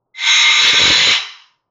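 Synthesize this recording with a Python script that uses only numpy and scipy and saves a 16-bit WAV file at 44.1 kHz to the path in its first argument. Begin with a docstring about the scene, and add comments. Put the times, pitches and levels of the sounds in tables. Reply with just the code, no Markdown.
"""A cockatoo gives one long harsh screech into a small voice microphone in a bare workshop.
Uneven pulses and breath noise ring throat resonances that shift during the call; wavering tones pierce it.
Dense reflections ring after it, over faint noise, a hum and a lingering low note.
The overloaded microphone crackles low down; a noise suppressor cuts the treble of the tail short."""
import sys
import numpy as np
from scipy import signal
from scipy.fft import rfft, irfft
from scipy.io import wavfile
from scipy.ndimage import uniform_filter1d, minimum_filter1d

SR = 44100
rng = np.random.default_rng(int(sys.argv[2]) if len(sys.argv) > 2 else 0)


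def inscribe(sig):
    """Save sig as 16-bit PCM at rate SR to the path in sys.argv[1].

    A 1-D sig is mono; a 2-D sig holds one channel per row.
    Samples are clipped to [-1, 1] before scaling.
    """
    pcm = np.round(np.clip(np.atleast_2d(sig).T, -1, 1) * 32767)
    wavfile.write(sys.argv[1], SR, pcm.astype(np.int16))


N = 74970


def from_db(db):
    """Amplitude factor of a level in dB."""
    return 10 ** (np.asarray(db) / 20)


def rms_one(x):
    """Scales a signal to an rms of 1."""
    return x / np.sqrt(np.mean(x ** 2) + 1e-20)


def in_time(rows):
    """Interpolates each column after the first over the seconds in the first."""
    s, *columns = np.transpose(rows)
    return [np.interp(np.arange(N) / SR, s, c) for c in columns]


def faded(rows, axis):
    """Curves in time; the level column falls 6000 dB per s before the first row and after the last."""
    columns, t = in_time(rows), np.arange(N) / SR
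    outside_s = np.maximum(rows[0][0] - t, 0) + np.maximum(t - rows[-1][0], 0)
    columns[axis] = columns[axis] - 6000 * outside_s
    return columns


def at_hz(points, hz):
    """Interpolates a table over log frequency."""
    points = np.array(points)
    return np.interp(np.log(hz), np.log(points[:, 0]), points[:, 1])


def drift(rate_hz):
    """Random wander of rms 1: white noise through two equal one-pole lowpasses."""
    r = np.exp(-2 * np.pi * rate_hz / SR)
    wander = signal.lfilter([1], [1, -2 * r, r * r], rng.standard_normal(N + SR))
    return rms_one(wander[SR:])  # settled part


def coloured(x, spectrum):
    """Filters a sound by a table of gain in dB over Hz."""
    hz = np.fft.rfftfreq(len(x), 1 / SR) + 1
    return irfft(rfft(x) * from_db(at_hz(spectrum, hz)), len(x))


def bandpass(x, order, band_hz):
    """Butterworth bandpass."""
    return signal.sosfilt(signal.butter(order, band_hz, "band", fs=SR, output="sos"), x)


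# Screech effort. Each row: time in seconds, level in dB, pulse rate in Hz, roughness 0-1,
# share of the late throat shape 0-1.
EFFORT = [(.141, -73.5, 300, 0.34, 0.2), (.149, -56.5, 301.3, 0.36, 0.3), (.165, -43, 300.9, 0.5, 0.08),
          (.19, -31, 302, 0.5, 0.7), (.23, -23, 300.4, 0.53, 0.3), (.31, -6.5, 302.2, 0.33, 0.03),
          (.39, -10, 304.7, 0.37, 0.2), (.46, -8, 305.9, 0.4, 0.4), (.55, -13, 304.5, .5, 0),
          (.69, -8, 303.8, .6, 0.9), (.72, -16, 305.7, 0.5, 0.7), (.75, -12.5, 306.1, .6, 0.1),
          (.77, -10, 303.3, .6, 0), (.88, -9.5, 306.2, 0.73, 0.7), (.98, -11.5, 305.1, .7, .9),
          (1.06, -13, 306.1, 0.84, 1), (1.1, -10.5, 303.4, 0.77, 0.8), (1.16, -12.5, 304.4, 0.74, 1),
          (1.185, -24, 306.4, .8, 1), (1.2, -40, 300, 0.9, 0.5), (1.22, -73, 295, 0.8, .95)]
# Throat resonances early and late. Each row: centre in Hz, width in Hz, level in dB.
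THROAT_EARLY = [(897, 36, -23), (1224, 18, -10.5), (1647, 60, -19.5), (2110, 68, 1), (2575, 140, -10),
                (3338, 80, 2.5), (3953, 100, -7), (4864, 12, -18.5), (4800, 30, -15), (5865, 110, -16.5),
                (5464, 120, -11), (6440, 81, -0.5)]
THROAT_LATE = [(1010, 36, -20), (1757, 22, 0.5), (2230, 270, -9), (3350, 26, -2.5), (3488, 43, 1.5),
               (4037, 84, -9.5), (4289, 110, -6.5), (5614, 220, -14), (6445, 68, -25), (6900, 86, 3)]
# Low end of the voice. Each row: time in seconds, level in dB.
CHEST = [(0.15, -80.5), (0.176, -57), (0.212, -45.5), (0.56, -52), (0.904, -36.5), (0.944, -50),
         (0.992, -37), (1.156, -40.5), (1.22, -57.5)]
# Low-end resonances. Each row: centre in Hz, width in Hz, level in dB.
CHEST_PEAKS = [(580, 46, -5), (760, 120, -1), (826, 14, 3)]
RESONANCE_DB = -3.5


def screech():
    """Pulses and breath through early and late throat shapes, plus a weaker noisy low end."""
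    db, rate_hz, rough, late = in_time(EFFORT)
    late = np.clip(late, 0, 1)
    source = excitation(rate_hz, np.clip(rough, 0, 1))
    early_rings = np.sqrt(1 - late) * throat(source, THROAT_EARLY)
    late_rings = np.sqrt(late) * throat(source, THROAT_LATE)
    voice = from_db(RESONANCE_DB) * (early_rings + late_rings) + body(source, late)
    voice = signal.sosfilt(signal.butter(6, 860, "high", fs=SR, output="sos"), voice)
    chest = bandpass(throat(rng.standard_normal(N), CHEST_PEAKS), 4, [540, 880])
    sounding = db > db.min() + 1
    return rms_one(voice) * from_db(db) * sounding + rms_one(chest) * from_db(faded(CHEST, axis=0)[0])


JITTER, SHIMMER_DB = .07, 1  # rms period scatter at full roughness; rms pulse level scatter


def excitation(rate_hz, rough):
    """Jittered pulses, crossfaded by roughness to noise puffed out on each."""
    phase = np.cumsum(rate_hz * (1 + JITTER * rough * drift(60.0))) / SR
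    clicks = np.diff(np.floor(phase), prepend=0)
    pulses = rms_one(clicks * from_db(SHIMMER_DB * drift(230.0)))
    puffs = rms_one(rng.standard_normal(N) * (0.67 + np.exp(-3 * (phase % 1))))
    return np.sqrt(1 - rough) * pulses + np.sqrt(rough) * puffs


WOBBLE_DB = 3.5


def throat(source, peaks):
    """Parallel two-pole resonances of alternating sign, each fluttering in level."""
    out = 0
    for k, (hz, width_hz, db) in enumerate(peaks):
        r = np.exp(-np.pi * width_hz / SR)
        zeros = np.array([1, 0, -1]) * (1 - r * r) / 2
        poles = [1, -2 * r * np.cos(2 * np.pi * hz / SR), r * r]
        ring = signal.lfilter(zeros, poles, source)
        out = out + (-1) ** k * from_db(db + WOBBLE_DB * drift(7.3)) * ring
    return out


# Broad colour under the resonances. Each row: frequency in Hz, early gain in dB, late gain in dB.
BODY = [(770, -41, -39.5), (960, -21, -17), (1540, -18.5, -20), (1710, -23, -14.5), (2210, -4.5, -22.5),
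        (3000, -26.5, -8), (3770, -4, -9), (4020, -16, -10.5), (4430, -29.5, -27), (4800, -42, -24.5),
        (5260, -20.5, -18), (5780, -31, -21), (6466, -11, -22.5), (7280, -14.5, -16.5), (8300, -37, -24.5),
        (8400, -50.5, -48)]
BODY_DB, PATCHINESS_DB = 2.05, 1.5


def body(source, late):
    """Broad colour, early to late; third-octave bands wander in level in five groups, like patchy
    suppressor or codec processing."""
    hz, early_db, late_db = np.transpose(BODY)
    early_part = np.sqrt(1 - late) * coloured(source, np.c_[hz, early_db])
    late_part = np.sqrt(late) * coloured(source, np.c_[hz, late_db])
    spectrum = rfft(early_part + late_part)
    third_octave = np.floor(3 * np.log2(np.fft.rfftfreq(N, 1 / SR) + 1))
    out = 0
    for k in range(5):
        group = irfft(spectrum * (third_octave % 5 == k), N)
        out = out + group * from_db(BODY_DB + PATCHINESS_DB * drift(14.0))
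    return out


# Wavering sine partials. Each row: mean frequency in Hz, mean level in dB relative to the effort.
PARTIALS = [(930, -21.5), (1200, -20.5), (1545, -21), (5400, -22.5)]
PITCH_WAVER = .004  # rms share of pitch; also in squeal()


def partials():
    """Three low wavering sines and one high, fading as the throat takes its late shape."""
    db, _, _, late = in_time(EFFORT)
    lines = 0
    for hz, part_db in PARTIALS:
        phase = 2 * np.pi * np.cumsum(hz * (1 + PITCH_WAVER * drift(25.0))) / SR
        lines = lines + from_db(part_db + 3.5 * drift(5.0)) * np.sin(phase)
    return lines * from_db(db) * (db > db.min() + 1) * np.sqrt(1 - np.clip(late, 0, 1))


# Piercing squeal, and a higher one that lingers.
# Each row: time in seconds, pitch in Hz, level in dB, roughness 0-1.
SQUEAL = [(.143, 2040, -49, .2), (.149, 2050, -39, .2), (.165, 2070, -42, .5), (.2, 2090, -26.5, .6),
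          (.27, 2100, -22.5, .5), (.32, 2100, -10, .35), (.4, 2100, -18, .4), (.47, 2110, -11, .4),
          (.56, 2150, -23, .5), (.66, 2130, -19, .7), (.72, 2140, -24, .7), (.8, 2180, -21.5, .7),
          (.92, 2180, -26, 0.63), (1.0, 2057, -22, 0.1), (1.18, 2052, -27, 0.6)]
WHISTLE = [(.15, 3900, -52, 0.33), (.2, 3870, -36, 0.6), (.3, 3920, -19, 0), (.4, 3840, -15.5, 0),
           (.48, 3830, -18, 0.2), (.62, 3932, -16, 0.5), (.67, 3884, -19, 0.56), (.7, 3872, -12, .3),
           (.74, 3941, -32, 0.63), (.82, 3912, -16.5, .4), (.88, 3917, -12.5, 0.5),
           (.93, 3991, -16.5, 0.08), (1.0, 3995, -23, 0.41), (1.1, 3979, -17.5, 0.39),
           (1.19, 3923, -31.5, 0.1), (1.33, 3916, -46.5, 0.4)]
SQUEAL_WIDTH_HZ = 100


def squeal(rows, overtones_db):
    """Wavering tone and overtones; roughness swaps each for a narrow noise band on its pitch."""
    hz, db, rough = faded(rows, axis=1)
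    rough = np.clip(rough, 0, 1)
    phase = 2 * np.pi * np.cumsum(hz * (1 + PITCH_WAVER * drift(40.0))) / SR
    out = 0
    for k, part_db in enumerate([0] + overtones_db, 1):
        tone = np.sin(k * phase)
        band = drift(SQUEAL_WIDTH_HZ) * tone + drift(SQUEAL_WIDTH_HZ) * np.cos(k * phase)
        out = out + from_db(part_db) * (np.sqrt(2 - 2 * rough) * tone + np.sqrt(rough) * band)
    return out * from_db(db)


# Workshop decay. Each row: frequency in Hz, t60 in seconds.
ROOM_T60 = [(500, 0.14), (1000, 0.75), (1700, 0.59), (2300, 0.46), (2950, 0.57), (3500, 0.28), (4000, 0.41),
            (5200, 0.68), (6500, .42), (8000, 0.18)]
ROOM_DB, ROOM_GAP_S = -6.5, 0.0046


def workshop(x):
    """Dense reflections: quarter-octave noise bands, each dying at its own rate."""
    t = np.arange(SR) / SR
    edges_hz = 400 * 2 ** np.arange(0, 4.6, 1 / 4)
    tail = 0
    for low, high in zip(edges_hz, edges_hz[1:]):
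        band = bandpass(rng.standard_normal(SR), 2, [low, high])
        tail = tail + band * from_db(-60 * t / at_hz(ROOM_T60, np.sqrt(low * high)))
    tail = tail * (t > ROOM_GAP_S)
    tail = tail / np.sqrt(np.sum(tail ** 2)) * 0.61
    return from_db(ROOM_DB) * signal.fftconvolve(x, tail)[:N]


# Noise floor colour. Each row: frequency in Hz, gain in dB.
FLOOR = [(30, -10), (60, -21), (120, -3), (200, -10.5), (350, -9), (600, -9), (1000, -9.5), (1350, -13),
         (1700, -29.5), (3000, -44)]
FLOOR_DB = -74.5
HUM_HZ, HUM_DB, HUM_WAVER_DB, HUM_RATE_HZ = 119, -84, 4, 6.0
HUM_SWELL_S, HUM_SWELL_WIDTH_S, HUM_SWELL_DB = 1.2, 0.03, 19
RING_HZ, RING_S, RING_T60_S, RING_DB = 420, 1.2, 0.37, -46.5


def room_tone():
    """Faint coloured noise, a wavering hum that swells briefly and a decaying low sine note."""
    t = np.arange(N) / SR
    swell_db = HUM_SWELL_DB * np.exp(-((t - HUM_SWELL_S) / HUM_SWELL_WIDTH_S) ** 2)
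    hum_db = HUM_DB + HUM_WAVER_DB * drift(HUM_RATE_HZ) + swell_db
    hum = from_db(hum_db) * np.sin(2 * np.pi * HUM_HZ * t)
    noise = rms_one(coloured(rng.standard_normal(N), FLOOR + [(4000, -65.0)]))
    noise = from_db(FLOOR_DB + 2.5 * drift(15.0)) * noise
    after_s = np.maximum(t - RING_S, 0)
    note_level = from_db(RING_DB - 60 * after_s / RING_T60_S) * np.minimum(after_s / .03, 1)
    return note_level * np.sin(2 * np.pi * RING_HZ * t) + noise + hum


def scene():
    """The bird, its reflections and the room tone."""
    bird = screech() + partials() + squeal(SQUEAL, [-23]) + squeal(WHISTLE, [])
    return (bird + workshop(bird) + room_tone())[None]


# Microphone crackle. Each row: time in seconds, thud level in dB, rasp level in dB.
CRACKLE = [(0.3, -81, -55.5), (0.39, -60.5, -56.5), (0.464, -47.5, -44), (0.502, -43.5, -38),
           (0.546, -57, -55), (0.576, -45.5, -44.5), (0.602, -56.5, -42), (0.636, -38, -38),
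           (0.702, -38, -30.5), (0.72, -56, -50.5), (0.73, -31.5, -52), (0.746, -32.5, -25),
           (0.77, -46.5, -44.5), (0.796, -31.5, -26), (0.844, -26.5, -31), (0.88, -27.5, -29.5),
           (0.91, -19.5, -25.5), (0.938, -39, -33.5), (1.014, -35.5, -35), (1.054, -41.5, -37.5),
           (1.078, -31, -28), (1.11, -34.5, -33), (1.142, -47.5, -45), (1.3, -94, -73)]
# Crackle bands. Each list: low edge in Hz, high edge in Hz.
THUD_HZ = [59.4, 342]
RASP_HZ = [418, 574]
CRACKLE_ONSET = .8  # times the local rms


def crackle(x):
    """Positive peaks overload the capsule; their squared excess leaves low thuds and a rasp."""
    level = np.sqrt(np.abs(uniform_filter1d(x ** 2, size=2000)) + 1e-12)
    excess = np.maximum(x / level - CRACKLE_ONSET, 0) ** 2
    out = 0
    for k, band_hz in enumerate((THUD_HZ, RASP_HZ)):
        low = bandpass(excess, 3, band_hz)
        evened = low / np.sqrt(np.abs(uniform_filter1d(low ** 2, size=1200)) + 1e-6)
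        out = out + evened * from_db(faded(CRACKLE, axis=k)[k])
    return out


# Faint ticks. Each row: time in seconds, level in dB before a 7 dB lift.
TICKS = [(0.32, -43.5), (0.659, -47), (0.6674, -28), (0.6786, -24), (0.6877, -20.5)]


def ticks():
    """One-sample clicks."""
    out = np.zeros(N)
    for s, db in TICKS:
        out[int(s * SR)] = from_db(db + 7)
    return out


GATE_DB, GATE_SLOPE, GATE_FROM_HZ, GATE_S = -54.5, 0.91, 1100, 0.022  # slope: dB cut per dB below
LIMIT_S = 0.0015
IMAGE_DB, CAPTURE_HZ = -53, 16000
CUTOFF_HZ, TOP_HZ = 8350, 16000


def record(dry):
    """Overload, suppressor on quiet treble, limiter, voice-band capture and its faint resampling mirror."""
    x = dry[0] + crackle(dry[0])
    low = signal.sosfiltfilt(signal.butter(2, GATE_FROM_HZ, fs=SR, output="sos"), x)
    treble = x - low
    treble_db = 10 * np.log10(np.abs(uniform_filter1d(treble ** 2, int(GATE_S * SR))) + 1e-14)
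    x = low + treble * from_db(GATE_SLOPE * np.minimum(treble_db - GATE_DB, 0))
    span = int(LIMIT_S * SR)
    limit_gain = minimum_filter1d(np.minimum(1, .77 / (np.abs(x) + 1e-9)), span)
    x = x * uniform_filter1d(limit_gain, span)
    x = signal.sosfilt(signal.cheby2(8, 50, CUTOFF_HZ, fs=SR, output="sos"), x)
    mirror = x * np.cos(2 * np.pi * CAPTURE_HZ * np.arange(N) / SR)
    mirror = signal.sosfilt(signal.butter(8, 11000, "high", fs=SR, output="sos"), mirror)
    x = x + from_db(IMAGE_DB) * mirror + ticks()
    return signal.sosfilt(signal.cheby2(12, 40, TOP_HZ, fs=SR, output="sos"), x)[None]


dry = scene()
out = record(dry)
inscribe(out)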